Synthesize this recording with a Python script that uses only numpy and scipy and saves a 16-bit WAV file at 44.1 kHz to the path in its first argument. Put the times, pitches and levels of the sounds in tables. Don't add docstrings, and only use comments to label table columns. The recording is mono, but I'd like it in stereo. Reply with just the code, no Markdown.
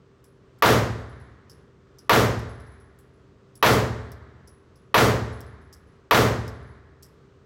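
import sys
import numpy as np
from scipy import signal
from scipy.fft import rfft, irfft
from scipy.io import wavfile
from scipy.ndimage import uniform_filter1d

SR = 44100
rng = np.random.default_rng(int(sys.argv[2]) if len(sys.argv) > 2 else 0)


def voltage_ratio(level):
    return 10 ** (np.asarray(level, float) / 20)


def wrap_up_sound(samples):
    columns = np.atleast_2d(samples).T
    tamed = np.clip(columns, -1, 1)
    steps = np.round(tamed * 32767).astype(np.int16)
    wavfile.write(sys.argv[1], SR, steps)


N = 328545

# (time [s], blast level [dB])
SHOTS = [
    (0.6227, 2.5),
    (2.0943, 2),
    (3.6261, 2),
    (4.9425, 2.5),
    (6.1097, 2),
]
# (frequency [Hz], lead [rad])
LEFT_LEAD = [(50, 0.057), (130, 0.82), (250, 1.3), (450, 2.4), (900, 0.19), (2000, 0.23)]


def evened(x):
    return x / np.sqrt(np.mean(x ** 2) + 1e-20)


def read(points, hz, axis=1):
    table = np.transpose(points)
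    return np.interp(np.log(hz + 1), np.log(table[0] + 1), table[axis])


def add(mix, s, sound):
    part = mix[..., round(s * SR):][..., :sound.shape[-1]]
    part += sound[..., :part.shape[-1]]


def colour(x, points):
    log_gain = np.log(voltage_ratio(read(points, abs(np.fft.fftfreq(8192, 1 / SR)))))
    taps = np.fft.ifft(np.exp(np.conj(signal.hilbert(log_gain)))).real[:4096]
    front_loaded = abs(taps[:64]).sum() > abs(taps[-64:]).sum()
    taps = taps if front_loaded else taps[::-1]
    return signal.oaconvolve(x, taps)[:len(x)]


def diffuse(points, size):
    # (frequency [Hz], likeness [0-1])
    likeness = [(60, 0.16), (130, 0.93), (290, 0.64), (640, 0.7), (1400, 0.04), (3000, 0.07), (8000, .02)]
    hz = np.fft.rfftfreq(size, 1 / SR)
    own, right = rfft(rng.standard_normal((2, size)))
    same = np.clip(read(likeness, hz), 0, 1)
    left = (same * right + np.sqrt(1 - same ** 2) * own) * np.exp(1j * read(LEFT_LEAD, hz))
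    return hz, np.array([left, right]) * voltage_ratio(read(points, hz))


def resonate(x, hz, width_hz):
    turn = np.exp(2j * np.pi * hz * np.arange(len(x)) / SR)
    r = np.exp(-np.pi * width_hz / SR)
    return 2 * (turn * signal.lfilter([1 - r], [1, -r], x / turn)).real


def fan(hz):
    waver_hz = 2.2 * evened(uniform_filter1d(rng.standard_normal(N), size=SR // 8))
    phase = 2 * np.pi * np.cumsum(hz + waver_hz) / SR
    return np.sqrt(2) * np.sin(phase + [[read(LEFT_LEAD, hz)], [0]])


def ventilation():
    # (frequency [Hz], level [dB per Hz])
    duct = [(25, -103), (60, -86.5), (130, -90), (250, -89.5), (400, -83), (520, -86.5), (800, -92.5),
            (1200, -90.5), (2200, -101), (4000, -104), (6000, -108), (8600, -115), (10000, -127),
            (16000, -130)]
    # (frequency [Hz], level [dB])
    blades = [(129.2, -74.5), (285.3, -77), (389.5, -63.5), (430, -72), (456, -71), (1126, -76)]
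    roar = irfft(diffuse(duct, N)[1], N)
    swell = evened(uniform_filter1d(uniform_filter1d(rng.standard_normal(N), 6000), 6000))
    roar *= voltage_ratio(-58 + 0.8 * swell) / roar[1].std()
    return roar + sum(voltage_ratio(db) * fan(hz) for hz, db in blades)


def bounce(bright_db, tick_db, body_db, ring_db):
    # (frequency [Hz], level [dB])
    knock_colour = [(1000, -27), (2500, -13), (4000, -8), (6500, -5.5), (8000, 4), (9500, -6.5), (11000, 2),
                    (14000, -1.5), (16500, -13.5)]
    t = np.arange(SR * 2 // 5) / SR
    knocks, thud, shimmer, grit = rng.standard_normal((4, len(t)))
    chatter = voltage_ratio(3.0 * evened(uniform_filter1d(grit, 130)))
    decay = voltage_ratio(-60 * t / 0.09) + voltage_ratio(-17.5 - 60 * t / 0.34)
    shape = (1 - np.exp(-t / 0.00069)) * decay * chatter
    bright = evened(colour(knocks, knock_colour)) * voltage_ratio(bright_db + 4.5) * shape
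    tick = evened(np.diff(grit, prepend=0)) * voltage_ratio(tick_db + 6 - 60 * t / 0.005)
    body = voltage_ratio(body_db + 7.5) * evened(resonate(resonate(thud, 5330, 1100), 5330, 1100)) * shape
    mouth = np.sin(2 * np.pi * 10170 * t) + 0.34 * np.sin(2 * np.pi * 10215 * t)
    mouth += 0.44 * evened(resonate(resonate(shimmer, 10230, 90), 10230, 200))
    ring = voltage_ratio(ring_db - 0.5 - 60 * t / 0.32) * mouth
    return bright + tick + body + ring * (1 - np.exp(-t / 0.001))


def cases():
    # (time [s], bright scatter [dB], then against it: tick [dB],
    # body [dB], mouth ring [dB])
    landings = [(0.2415, -60, 9, -5.5, 1), (0.585, -68, -3, -10, -15), (0.989, -70, 13, -18, -3),
                (1.496, -56, -3, 4, 2), (1.9852, -56.5, 5, 4, -1.5), (2.394, -55, 14, 2, -20),
                (2.9877, -58, 9, -25, -4), (3.553, -55.5, -3, -8, 7.5), (4.118, -56, 21, -1, -20),
                (4.474, -60, 4, 2.5, 10.5), (4.7566, -70, -3, 3.5, 10), (5.406, -55.5, 21, -2, -17),
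                (5.727, -51.5, 0, -0.5, -7.5), (6.479, -55.5, 18, 2, -15), (7.0256, -47.5, 3, -4, -15)]
    # (time [s], mouth ring [dB])
    tumbles = [(1.0934, -59), (1.199, -60), (2.493, -52.5), (2.5982, -57), (2.665, -60), (2.717, -60),
               (2.7994, -59), (3.136, -72), (4.06, -75), (4.15, -75), (5.3268, -53), (5.4634, -58.5),
               (5.6141, -64), (5.8704, -66.5), (6.42, -66), (6.5396, -66), (6.6264, -67), (6.6734, -65)]
    out = np.zeros((2, N))
    for s, db, tick_db, body_db, ring_db in landings:
        add(out, s, bounce(db, db + tick_db, db + body_db, db + ring_db))
    for s, db in tumbles:
        add(out, s, bounce(db - 17, db - 22, db - 15, db))
    return out


def lane():
    # (frequency [Hz], level [dB per Hz], first t60 [s], late tail [dB], late t60 [s])
    bands = [(40, -31.5, 0.74, -23.5, 1.6), (110, -10.5, 0.53, -22, 1.6), (176, -16, 0.59, -17.5, 1.39),
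             (342, -7, 0.54, -23, 1.6), (435, 0.5, 0.6, -26.5, 0.64), (860, -4, 0.53, -23.5, 1.526),
             (1910, -8, 0.43, -24.5, 1.677), (2630, -15.5, 0.5, -29.5, 1.28),
             (3870, -18, 0.43, -19.5, 1.19), (5560, -20, 0.52, -30, 1.1), (9000, -19.5, 0.28, -22.5, 0.74),
             (12500, -17.5, 0.32, -34.5, .7), (16000, -45.5, .3, -27.5, .6)]
    # (frequency [Hz], level [dB], t60 [s])
    standing = [(51, -42.5, 1), (61.6, -42.5, 1.6), (71.4, -39, 1.6), (84.55, -41.5, 1.7),
                (105.7, -33.5, 1), (113.2, -28, 0.96), (129.3, -27, 0.75), (206.6, -33, 0.77),
                (245.4, -30.5, .9), (275.7, -35, 0.44), (398, -44, 1.82), (431, -16, 0.78), (465, -24, .6),
                (517, -25, 0.46), (570, -28, 0.22), (767, -27, 0.75), (884, -25, .5), (1026, -24.5, 0.6),
                (1160, -24.5, 0.59), (1200, -25.5, .5)]
    # (frequency [Hz], level [dB per Hz])
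    spray_colour = [(500, -26.5), (1000, 4.5), (2000, -4.5), (3500, -1.5), (6000, -2), (9000, -13.5),
                    (16000, -12)]
    treble_build_s, bass_build_s, corner_hz, steepness = 0.0017, 0.13, 150, 2.7
    slap_s, slap_db, slap_t60 = 0.036, -6, 0.062
    size = 2 * SR
    t = np.arange(size) / SR
    hz, field = diffuse(bands, size)
    field /= np.sqrt(np.mean(irfft(field, size) ** 2))
    centres = np.log([row[0] for row in bands])
    out = np.zeros((2, size))
    for k, (f, _, t60, late_db, late_t60) in enumerate(bands):
        share = np.interp(np.log(hz + 1), centres, np.arange(len(bands)) == k)
        rise_s = treble_build_s + bass_build_s / (1 + (f / corner_hz) ** steepness)
        decay = voltage_ratio(-60 * t / t60) + voltage_ratio(late_db - 60 * t / late_t60)
        out += irfft(field * share, size) * (1 - np.exp(-t / rise_s)) * decay
    out *= voltage_ratio(-4)
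    for f, db, t60 in standing:
        wave = np.sin(2 * np.pi * (f * t + rng.random()) + [[read(LEFT_LEAD, f)], [0]])
        out += voltage_ratio(db - 60 * t / t60) * (1 - np.exp(-t / 0.099)) * wave
    slap = (t > slap_s) * voltage_ratio(slap_db - 60 * abs(t - slap_s) / slap_t60)
    clumps_db = evened(uniform_filter1d(rng.standard_normal(size), 250))
    spray = evened(irfft(diffuse(spray_colour, size)[1], size)) * voltage_ratio(-2.5 + clumps_db)
    return out + spray * (voltage_ratio(-60 * t / 0.29) + slap)


def booth():
    # (frequency [Hz], level [dB], t60 [s])
    modes = [(407, -21.5, 0.067), (902, -4.5, 0.072), (1158, 2.5, 0.062), (1870, 0.5, 0.023),
             (2560, -9, 0.029)]
    # (time [s], level [dB])
    returns = [
        (0, -5.5),
        (.0032, 1.5),
        (.0075, -2),
        (0.009, -9),
        (.052, -11.5),
    ]
    t = np.arange(SR) / SR
    out = sum(voltage_ratio(db - 60 * t / t60) * np.cos(2 * np.pi * f * t) for f, db, t60 in modes)
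    out *= 1 - np.exp(-t / 0.0006)
    out = signal.lfilter(*signal.butter(2, 260, "high", fs=SR), out)
    u = t[:400] / 0.000086
    blast_wave = (1 - u) * np.exp(-u)
    for s, db in returns:
        add(out, s, voltage_ratio(-14 + db) * blast_wave)
    return out


def shots():
    # (frequency [Hz], turn [rad])
    echo_drift = [(100, .15), (800, .3), (3000, .7)]
    out = np.zeros((2, N))
    usual, other, near = rfft(lane()), rfft(lane()), booth()
    drift = read(echo_drift, np.fft.rfftfreq(2 * SR, 1 / SR))
    aims = rng.permutation(np.linspace(-1, 1, len(SHOTS)))
    for (s, db), aim in zip(SHOTS, aims):
        room = irfft(np.cos(aim * drift) * usual + np.sin(aim * drift) * other)
        add(out, s, voltage_ratio(db) * room[:, :-SR // 4])
        add(out, s, voltage_ratio(db) * near)
    return out


def scene():
    return shots() + cases() + ventilation()


def overloaded(x):
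    # (frequency [Hz], level [dB])
    port = [(30, 10), (120, 17), (230, 11.5), (420, -2), (900, -0.5), (1700, -1.5), (2700, -2.5),
            (4000, -9.5), (6000, -16), (16000, -18)]
    # (frequency [Hz], level [dB])
    cavity = [(3000, 0), (6000, -2), (8000, -13), (9200, -18), (10300, -3), (12500, 8), (14000, -1.5),
              (15600, 1.5)]
    left = colour(np.roll(x, 24), port)
    power_db = 10 * np.log10(signal.lfilter([0.003], [1, -0.997], left ** 2) + 1e-12)
    left = left / voltage_ratio(0.73 * np.maximum(power_db + 9, 0))
    clipped = left / (1 + abs(left / voltage_ratio(-3.1)) ** 4) ** (1 / 4)
    fizz = voltage_ratio(-12.0) * np.tanh(abs(left - clipped)) * rng.standard_normal(N)
    hiss = voltage_ratio(-100) * rng.standard_normal(N)
    return colour(clipped + fizz, cavity) + hiss


def stunned(x):
    # (frequency [Hz], level at full loss [dB])
    stun_loss = [(50, -30), (200, -30), (400, -30), (900, -44), (1800, -36), (4000, -32), (12000, -30)]
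    # (frequency [Hz], level [dB], change at full loss [dB])
    membrane = [(200, -28.5, -6), (453, -3, 5), (1000, -9, -3.5), (2000, -5, -4.5), (2700, 1, 2.5),
                (3850, 4, 6), (5330, 1.5, 5), (5630, -14, -11), (7500, -3, -9.5), (9800, -20.5, -6),
                (12000, -4.5, 4), (14500, -7, -1.5), (15600, -3.5, 2.5)]
    recover_s, recover_shape = 0.067, 1.44
    rattle_db, rattle_rise_s, sag_db_per_s2 = -26.5, 0.028, 440
    window, hop = 512, 128
    last_blast = np.array([-1] + [s - 0.002 for s, _ in SHOTS])
    since = np.arange(N) / SR
    since -= last_blast[np.searchsorted(last_blast, since, "right") - 1]
    noise = evened(colour(rng.standard_normal(N), membrane))
    z = signal.stft([x, noise], nperseg=window, noverlap=window - hop)[2]
    ahead = np.minimum(np.arange(z.shape[2]) * hop + 2 * hop, N - 1)
    lost = np.exp(-(since[ahead] / recover_s) ** recover_shape)
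    hz = np.fft.rfftfreq(window, 1 / SR)
    full_loss_db = np.array([read(stun_loss, hz), read(membrane, hz, axis=2)])
    z *= voltage_ratio(full_loss_db[..., None] * lost)
    dulled, rattle = signal.istft(z, nperseg=window, noverlap=window - hop)[1][:, :N]
    swell = 1 - np.exp(-(since / rattle_rise_s) ** 2)
    return dulled + rattle * voltage_ratio(rattle_db - sag_db_per_s2 * since ** 2) * swell


def top_cut(x):
    return signal.sosfilt(signal.butter(12, 17010, fs=SR, output="sos"), x)


def record(dry):
    both = np.array([overloaded(dry[0]), stunned(dry[1])])
    edge = signal.firwin(301, 16000, window=("kaiser", 5.0), fs=SR)
    return top_cut(signal.oaconvolve(both, edge[None], "same"))


dry = scene()
out = record(dry)
wrap_up_sound(out)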